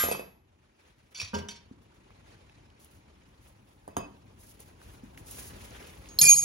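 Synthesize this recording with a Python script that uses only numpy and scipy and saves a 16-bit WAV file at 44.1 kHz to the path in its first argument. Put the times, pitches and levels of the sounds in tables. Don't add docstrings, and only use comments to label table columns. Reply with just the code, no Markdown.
import sys
import numpy as np
from scipy import signal
from scipy.fft import rfft, irfft
from scipy.io import wavfile
from scipy.ndimage import uniform_filter1d

SR = 44100
rng = np.random.default_rng(int(sys.argv[2]) if len(sys.argv) > 2 else 0)


def store_wav(level_fs):
    pcm = np.round(np.clip(np.atleast_2d(level_fs), -1, 1) * 32767)
    wavfile.write(sys.argv[1], SR, pcm.T.astype(np.int16))


N = 284004

# t/s, pulse level/dB, pulse f/Hz, ring drive/dB, thud level/dB,
# start of the pair's beat/turns (0 loud, .5 silent)
KNOCKS = [(0.037, -14, 620, -24, -28.5, 0.033), (0.0857, -16, 614, -28, -46, 0.18),
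          (0.1134, -15.5, 637, -23.5, -30, 0.87), (.149, -22, 860, -39, -45, 0.3),
          (0.1939, -23, 582, -40, -40.5, 0.043), (3.8775, -28, 673, -50.5, -43, .45),
          (3.967, -14.5, 827, -28, -29.5, 0.39), (3.987, -27.5, 605, -65, -45, 0.059)]
# f/Hz, relative level/dB
CRACK = [(300, -3), (1000, 4), (2500, 3.5), (5000, 0), (8000, 0.5), (12000, -19), (16000, -15)]
# f/Hz, relative level/dB
THUD = [(40, -10), (100, -3), (300, -2), (700, -4), (1500, -15), (4000, -36)]
# f/Hz, likeness (0 to 1)
SAME = [(60, 1), (300, 0.97), (700, 0.86), (1200, 0.083), (3000, 0.067), (6000, 0.19)]
# f/Hz, relative level/dB, t60/s
HOOK = [(4230, 0, .04), (5130, -9, .04), (8600, -13, .03)]
COLLAR = [(9920, 0, .15), (11134, -8, .13), (11076, -9, .1), (10078, -10, .1), (7500, -12, .05),
          (14300, -18, .1)]
WEIGHT = [(6558, 0, .5), (6493, -20, .4), (6898, -25, .3)]
HANDLE = [(2419, 0, .9)]
TIP = [(12423, 0, .2)]
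JAW = [(7197, 0, .5), (8005, -4, .5), (11189, -14, .6), (11614, -12, .5), (3110, -16, .25),
       (1036, -12, .08), (14900, -20, .2)]
ROD = [(9853, 0, .4), (7001, -1, .2), (7030, -2, .4), (12878, -4, .2), (4907, -9, .3), (5338, -12, .3),
       (13950, -16, .1)]
PIN = [(5140, 0, .06), (4574, -2, .08), (5420, -8, .05), (6300, -8, .05)]


def amp(db):
    return 10 ** (np.asarray(db) / 20)


def evened(x):
    return x / np.sqrt(np.mean(x ** 2) + 1e-20)


def read(points, hz):
    f, value = np.transpose(points)
    return np.interp(np.log(hz + 1), np.log(f + 1), value)


def add(mix, s, sound):
    part = mix[round(s * SR):][:len(sound)]
    part += sound[:len(part)]


def shaped(x, gain):
    n = x.shape[-1]
    return irfft(rfft(x) * gain(np.fft.rfftfreq(n, 1 / SR)), n)


def wavering(count):
    smooth = uniform_filter1d(rng.standard_normal(count), size=250)
    return evened(uniform_filter1d(smooth, size=250))


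def ring(modes, length, spread_db, waver_db=0):
    t = np.arange(round(length * SR)) / SR
    luck = rng.random((len(modes), 2))
    out = 0
    for (hz, db, t60), (phase, spot) in zip(modes, luck):
        level_db = db + spread_db * (2 * spot - 5.0) + waver_db * wavering(len(t)) - 60 * t / t60
        out = out + amp(level_db) * np.sin(2 * np.pi * (hz * t + phase))
    return out


def burst(t60, colour=CRACK, rise=.0001, size=26460):
    t = np.arange(size) / SR
    noise = evened(shaped(rng.standard_normal(len(t)), lambda f: amp(read(colour, f))))
    return noise * amp(-60 * t / t60) * (1 - np.exp(-t / rise))


def jangle(span_hz, t60, count=50):
    place, drop = rng.random((count, 2)).T
    low, high = span_hz
    modes = [(low * (high / low) ** a, -14 * b, t60) for a, b in zip(place, drop)]
    body = ring(modes, .25, 0)
    return body / np.linalg.norm(body)


def background():
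    # t/s, rumble level/dB, shuffling level/dB, faint rustle level/dB
    bed = [(.4, -65, -76.5, -99), (.6, -67, -70.5, -91), (1.1, -66, -69, -82), (1.7, -60, -68.5, -89.5),
           (2.0, -59.5, -66.5, -90), (2.31, -58.5, -61, -84), (2.75, -60, -66, -92), (3.3, -60, -65, -80.5),
           (3.8, -60, -68.5, -76), (4.2, -58, -65.5, -77), (4.75, -56.5, -63.5, -75),
           (5.2, -51.5, -62.5, -68.5), (5.55, -51, -52.5, -59), (5.9, -54, -56, -60),
           (6.07, -53, -57.5, -64.5)]
    # f/Hz, relative level/dB
    rumble = [(20, -60), (32, -30.5), (45, 1.5), (65, 10), (110, -10.5), (160, -9.5), (300, -11),
              (500, -19.5), (900, -16.5), (3000, -59.5)]
    shuffling = [(150, -22.5), (400, 2.5), (1000, -2.5), (2500, -4), (5000, -11), (8000, -12.5),
                 (16000, -36.5)]
    rustling = [(1000, -36.5), (3000, -9), (6000, -1), (8000, 1.5), (11000, -0.5), (14000, -3.5),
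                (16000, -6)]
    # rumble/dB, shuffling/dB, rustle/dB
    patch_depths = (1.4, 2., 0)
    frames, hz = N // 256 + 5, np.fft.rfftfreq(1024, 1 / SR)
    s, *levels = np.transpose(bed)
    t, out = np.arange(N) / SR, 0
    gains = [np.hypot(amp(np.interp(t, s, db)), swept) for db, swept in zip(levels, sweeps())]
    same = np.clip(read(SAME, hz), 0, 1)[:, None]
    layers = zip((rumble, shuffling, rustling), gains, (.8, 1.8, 2.5), patch_depths)
    for colour, gain, flicker_db, patch_db in layers:
        a, b, c, d, patches = rng.standard_normal((frames, 513, 5)).T
        patches = uniform_filter1d(patches, size=10, axis=0)
        patches = evened(uniform_filter1d(patches, size=3, axis=1))
        flicker = evened(uniform_filter1d(rng.standard_normal(frames), size=2))
        right = a + 1j * b
        left = same * right + np.sqrt(1 - same ** 2) * (c + 1j * d)
        z = np.array([left, right])
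        z *= amp(read(colour, hz)[:, None] + flicker_db * flicker + patch_db * patches)
        noise = signal.istft(z, nperseg=1024, noverlap=768)[1][:, :N]
        out = out + gain * evened(noise)
    return out


def last_blow():
    # f/Hz, relative level/dB, t60/s
    modes = [(1218, -5, .27), (1330, -11, .35), (1598, -3, .25), (1960, -12, .3), (2099, -14, .3),
             (2295, -16, .3), (3101, -13, .35), (3402, -13, .3), (3650, -14, .3), (4460, -14, .25),
             (5650, -12, .25), (7009, -12, .3), (7200, -6, .3), (8007, -9, .38), (9845, -8, .2),
             (10780, -16, .25), (11189, -17, .45), (11603, 0, .4), (14600, -20, .3)]
    ring_db, wash_db, wash_t60 = -25.5, -32.5, 0.46
    out = np.zeros(N)
    tones = amp(ring_db) * ring(modes, .6, 0, 0.88)
    add(out, 0, tones + amp(wash_db) * burst(wash_t60))
    return out


def shaft():
    # f/Hz, relative level/dB, t60/s
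    bending = [(3100, -17, .13), (3663, -17, .1), (4890, -14, .24), (6562, -7, .07), (8637, -2, .11),
               (10850, -8, .09), (12031, -16, .1), (14360, -16, .1)]
    out, t = np.zeros(N), np.arange(400) / SR
    for s, db, hz, ring_db, thud_db, _ in KNOCKS:
        cycles = hz * t - 1.2
        add(out, s, amp(db) * np.cos(2 * np.pi * cycles) * np.exp(-(cycles / 0.58) ** 2))
        add(out, s + 0.00209, amp(thud_db) * burst(0.12, THUD, 0.0012, size=12000))
        add(out, s + .0008, amp(ring_db) * ring(bending, .25, 1.2, 3.5))
        add(out, s + .0008, amp(ring_db - 3) * burst(.008, size=1000))
    return out


def pair():
    # f/Hz, split/Hz, level against the ring drive/dB, t60/s
    pair_hz, split_hz, pair_db, t60 = (2572, 8.5, -12, .5)
    free_s, settled_db = .095, -12
    out, t = np.zeros(N), np.arange(SR // 2) / SR
    muted_db = settled_db * np.clip((t - free_s) / .008, 0, 1)
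    for s, _, _, ring_db, _, turns in KNOCKS:
        beat = np.cos(np.pi * (split_hz * t + turns)) * np.sin(2 * np.pi * pair_hz * t)
        level_db = ring_db + pair_db + muted_db + 3 * wavering(len(t)) - 60 * t / t60
        add(out, s, amp(level_db) * beat)
    return out


def parts():
    # f/Hz, relative level/dB, t60/s
    part_modes = [(1518, -13, .06), (2309, -7, .07), (2592, -6, .07), (2756, -10, .05), (3302, -6, .05),
                  (3550, -5, .04), (3660, -9, .07), (4290, -8, .05), (4500, 0, .09), (4760, -5, .06),
                  (5394, -8, .08), (5500, -3, .12), (5857, -6, .18), (6100, -12, .12), (7200, -13, .05),
                  (6761, -2, .06), (7776, -9, .05), (9685, -13, .16), (10200, -13, .2), (11560, -7, .14),
                  (12040, -12, .12)]
    # t/s, drive/dB, crack level against the drive/dB, t60 of the jostling/s
    clatters = [(.122, -39, -9, .06), (1.1459, -40, -7, 0.061), (1.1579, -39.5, -9, 0.032),
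                (1.1712, -34, -6, 0.036), (1.186, -41, 1, 0.042), (1.1979, -31, -4, 0.05),
                (1.215, -47, 9, 0.087), (1.2292, -41, 0, 0.025), (1.247, -45.5, 3.5, 0.062),
                (1.275, -50.5, -2, 0.085), (1.3387, -37.5, -22, 0.096), (1.382, -43.5, 5, 0.052),
                (1.4853, -35, 0.5, 0.039), (1.5081, -47.5, 8, 0.068), (1.5531, -51, -6, 0.09)]
    # Hz, s, dB
    heap_hz, heap_t60, heap_db = (2200, 12500), 0.07, -2.5
    out = np.zeros(N)
    for s, db, crack_db, t60 in clatters:
        jostle = burst(t60, CRACK, .0007, size=9000)
        body = ring(part_modes, .25, 3, 3.5)
        grain = evened(uniform_filter1d(rng.standard_normal(len(jostle)), size=40))
        jostle = jostle * amp(4.0 * grain - 1.5)
        body = body / np.linalg.norm(body) + amp(heap_db) * jangle(heap_hz, heap_t60)
        add(out, s, amp(db) * signal.fftconvolve(jostle, body))
        add(out, s, amp(db + crack_db) * jostle)
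    return out


def sweeps():
    # start t/s, time to the fade/s, rustle level/dB, shuffling level/dB
    strokes = [(0.777, 0.13, -80, -64.5), (0.981, .01, -76, -68), (1.104, 0.029, -71, -67),
               (1.817, 0.011, -73, -69), (1.939, .02, -71.5, -68), (2.256, 0.069, -80, -63.5),
               (2.788, 0.058, -60, -68), (2.892, 0.082, -66, -69), (3.406, 0.091, -65, -65.5),
               (3.666, 0.06, -76, -68.5), (4.381, 0.062, -58.5, -74), (4.452, 0.072, -57.5, -78),
               (4.59, 0.025, -54.5, -62.5), (4.65, 0.034, -65.5, -63), (4.78, 0.18, -63, -61.5),
               (5.172, 0.009, -53, -56.5), (5.241, 0.2, -47, -56.5), (5.373, 0.11, -49.5, -60),
               (5.603, 0.055, -54, -57), (5.677, 0.21, -67, -55)]
    rise_share, fade_db_per_s = 0.25, 340
    t, shuffle, rustle = np.arange(N) / SR, 0, 0
    for s, hold, rustle_db, shuffle_db in strokes:
        rise = np.clip((t - s) / (rise_share * hold), 0, 1)
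        shape = rise * amp(-fade_db_per_s * np.maximum(t - s - hold, 0))
        shuffle = shuffle + (shape * amp(shuffle_db)) ** 2
        rustle = rustle + (shape * amp(rustle_db)) ** 2
    return 0, np.sqrt(shuffle), np.sqrt(rustle)


def bumps():
    # t/s, level/dB, f/Hz, t60/s
    pushes = [(1.229, -39.5, 101, 0.14), (1.341, -35.5, 87, 0.27), (1.712, -35.5, 252, 0.041),
              (3.972, -21.5, 290, 0.039), (3.976, -35.5, 62.3, 0.11), (4.004, -37, 700, .04),
              (4.862, -38.5, 54.2, 0.16), (5.035, -35.5, 240, 0.047), (6.218, -36, 144.8, 0.4)]
    # f/Hz, relative level/dB, t60/s
    box_modes = [(209, -1, .11), (406, -9, .36), (520, -10, .15), (605, -10, .2), (802, -13, .2),
                 (942, -3, .38), (1180, -13, .15), (1420, -11, .15), (1582, -12, .24), (1810, -17, .1)]
    # t/s, level/dB
    box_s, box_db = (1.332, -26)
    out, t = np.zeros(N), np.arange(SR // 2) / SR
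    for s, db, hz, t60 in pushes:
        push = amp(db - 60 * t / t60) * np.sin(2 * np.pi * hz * t)
        add(out, s, push * (1 - np.exp(-t / 0.00036)))
    box = ring(box_modes, .5, 0, 1.8) * (1 - np.exp(-t / 0.005))
    thud = amp(-9.0) * burst(0.38, THUD, 0.003)[:len(t)]
    add(out, box_s, amp(box_db) * (box + thud))
    return out


def ticks():
    # t/s, level/dB, centre f/Hz
    clicks = [(2.1051, -51, 1070), (2.496, -52, 2410), (2.7022, -55.5, 3030), (2.846, -46, 9620),
              (4.6036, -43, 10400), (4.816, -45, 1300), (5.147, -51, 1700), (5.1755, -41, 2300),
              (5.3117, -34, 11800), (5.3844, -41, 11300), (5.7073, -47, 6000), (5.827, -48, 2500),
              (5.87, -50, 2600), (5.896, -51, 2900), (5.976, -54, 2300), (6.058, -50, 2360)]
    out, t = np.zeros(N), np.arange(900) / SR
    for s, db, hz in clicks:
        noise = rng.standard_normal(len(t))
        tint = shaped(noise, lambda f: 1 / (1 + (np.log((f + 1) / hz) / 0.3) ** 2))
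        add(out, s, amp(db - 60 * t / 0.014) * evened(tint))
    return out


def rings():
    # t/s, piece, ring level it leads to/dB, time constant of the change/s
    contacts = [(6.087, WEIGHT, -48.5, 0.00068), (6.1877, HOOK, -9.5, 0.00065), (6.188, TIP, -16.5, 0.0011),
                (6.1876, ROD, -34, .001), (6.1878, JAW, -32, 0.00088), (6.213, WEIGHT, -10, 0.00081),
                (6.2132, COLLAR, -14, 0.0025), (6.2132, ROD, -22, .001), (6.2112, HANDLE, -30.5, 0.0036),
                (6.1876, PIN, -25.5, .001), (6.2132, PIN, -18.5, .002), (6.222, WEIGHT, -25, 0.0018),
                (6.224, TIP, -28, .004), (6.196, HOOK, -23.5, 0.0037), (6.235, COLLAR, -12, 0.0029),
                (6.23, HANDLE, -18, 0.02), (6.255, HANDLE, -11, 0.02), (6.25, PIN, -17, .003),
                (6.275, PIN, -21.5, .004), (6.25, ROD, -20, 0.0065), (6.25, JAW, -24, 0.0033),
                (6.268, TIP, -17, 0.018), (6.2904, TIP, -22, .002), (6.265, WEIGHT, -34, .005),
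                (6.265, COLLAR, -28, .008), (6.265, HOOK, -34, .006), (6.278, WEIGHT, -5.5, 0.0088),
                (6.278, ROD, -42.5, .005), (6.2901, ROD, -16, 0.0015), (6.292, HANDLE, -31, 0.012),
                (6.31, WEIGHT, -5.5, 0.0092), (6.31, TIP, -48, .012), (6.31, ROD, -23, .006),
                (6.311, JAW, -22, 0.002), (6.327, JAW, -21.5, 0.0025), (6.328, HANDLE, -38, .01),
                (6.333, WEIGHT, -44, 0.011), (6.342, HOOK, -22, 0.002), (6.342, JAW, -25, 0.017),
                (6.361, WEIGHT, -12.5, 0.015), (6.36, ROD, -23.5, 0.0062), (6.385, ROD, -30.5, 0.0097),
                (6.352, HANDLE, -50, 0.005), (6.378, HANDLE, -42, .003), (6.398, WEIGHT, -31.5, 0.0068),
                (6.42, WEIGHT, -24.5, 0.0036)]
    out, start = np.zeros(N), contacts[0][0]
    t = np.arange(start, N / SR, 1 / SR)
    for piece in (HOOK, PIN, TIP, COLLAR, WEIGHT, HANDLE, ROD, JAW):
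        touches = [row for row in contacts if row[1] == piece]
        for m, (hz, db, t60) in enumerate(piece):
            level = np.zeros(len(t))
            spot = rng.standard_normal(len(touches)) * (m > 0)
            for (s, _, ring_db, rise), luck in zip(touches, spot):
                since = np.maximum(t - s, 0)
                new = amp(ring_db + db + 2.2 * luck - 60 * since / t60)
                level += (new - level) * (1 - np.exp(-since / abs(rise)))
            flutter = wavering(len(t)) * (1 if m else .45)
            tone = np.sin(2 * np.pi * (hz * t + rng.random()) + 0.6 * flutter)
            add(out, start, level * amp(3.3 * flutter) * tone)
    return out


def clanks():
    # t/s, level/dB, lowest f of the crack/Hz
    cracks = [(6.088, -38.5, 4000), (6.1881, -16.5, 3200), (6.2135, -10.5, 2400), (6.221, -23.5, 2500),
              (6.237, -22, 4300), (6.249, -24, 4600), (6.2886, -15, 4300), (6.312, -30, 3000),
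              (6.342, -29, 3800), (6.418, -32.5, 3000)]
    # Hz, s, dB
    jangle_hz, jangle_t60, jangle_db = (3638, 14970), 0.1146, -7
    out, body = np.zeros(N), jangle(jangle_hz, jangle_t60)
    for s, db, low_hz in cracks:
        add(out, s, amp(db + jangle_db) * signal.fftconvolve(burst(0.02, size=4000), body))
        crack = shaped(burst(0.018, size=4000), lambda f: 1 / (1 + (low_hz / (f + 1)) ** 5))
        rattle = evened(uniform_filter1d(rng.standard_normal(len(crack)), size=40))
        add(out, s, amp(db + 2.5 * rattle) * crack)
        add(out, s, amp(db - 26) * burst(0.25, THUD, 0.0015))
    return out


def chatter():
    # t/s, level/dB
    s, db = np.transpose([(6.19, -45.5), (6.214, -29), (6.26, -28.5), (6.3, -33.5), (6.34, -41.5),
                          (6.44, -46.5)])
    contacts_per_s, spread_db = 900, 3.5
    out = np.zeros(N)
    t = np.arange(s[0], N / SR, 1 / SR)
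    for _ in range(3):
        size = amp(spread_db * rng.exponential(1, len(t)))
        size = size * (rng.random(len(t)) < contacts_per_s / 3 / SR)
        contacts = evened(size * rng.choice([-1., 1.], len(t))) * amp(np.interp(t, s, db))
        add(out, s[0], signal.fftconvolve(contacts, jangle((4400, 15000), 0.076, count=24)))
        add(out, s[0], amp(-19.) * signal.fftconvolve(contacts, jangle((1300, 4400), .07, count=10)))
    return out


def garage(x):
    # f/Hz, t60/s
    decay = [(100, 0.67), (500, 0.34), (2000, 0.46), (6000, 0.28), (15000, 0.062)]
    taps = np.zeros((2, SR // 2))
    at = np.arange(120, SR // 2 - 20, 20)
    at = at + rng.integers(0, 20, (2, len(at)))
    np.put_along_axis(taps, at, rng.choice([-1., 1.], at.shape), 1)
    hz, t, (other, right) = signal.stft(taps, SR, nperseg=256)
    same = np.clip(read(SAME, hz), 0, 1)[:, None]
    z = np.array([same * right + np.sqrt(1 - same ** 2) * other, right])
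    tail = signal.istft(z * amp(-60 * t / read(decay, hz)[:, None]), SR, nperseg=256)[1]
    return signal.fftconvolve(x[None], tail / np.linalg.norm(tail[0]), axes=1)[:, :N]


def scene():
    far, bar = last_blow() + shaft() + bumps() + parts(), pair()
    tool, tones = clanks() + chatter(), rings()
    near = (tool + tones) * amp([[-3.5], [0]]) + ticks()
    wet = amp(-9.5) * far + amp(-14.0) * tool + amp(-23) * (tones + bar)
    return (far + bar) * amp([[-2.5], [0]]) + near + garage(wet) + background()


def record(dry):
    # f/Hz, lag/rad
    port_phase = [(40, .2), (125, .35), (300, .8), (500, 1.5), (750, 2.4), (1100, 1.5), (2400, 1.5),
                  (4500, 0), (5500, 0), (6500, -1.2), (7500, -2.4)]
    # f/Hz, level/dB
    port_db = [(200, 2.5), (900, -1.5), (2400, 1.5), (5000, -1.5)]
    treble_lag_s, treble_hz, edge_hz = 1 / 5430, 6700, 15950
    hz = np.fft.rfftfreq(N, 1 / SR)
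    left, right = rfft(dry)
    high = 1 / (1 + (treble_hz / (hz + 1)) ** 12)
    left = left * np.exp(-1j * read(port_phase, hz)) * amp(read(port_db, hz))
    late = np.exp(-2j * np.pi * hz * treble_lag_s)
    bass_cut = 1 / (1 + (40 / (hz + 1)) ** 8)
    left = (1 - high) * left + high * right / late
    ports = irfft(np.array([bass_cut * left, bass_cut * right]), N)
    lowpass = signal.firwin(511, edge_hz, window=("kaiser", 9), fs=SR)
    return signal.oaconvolve(ports, lowpass[None], "same")


dry = scene()
out = record(dry)
store_wav(out)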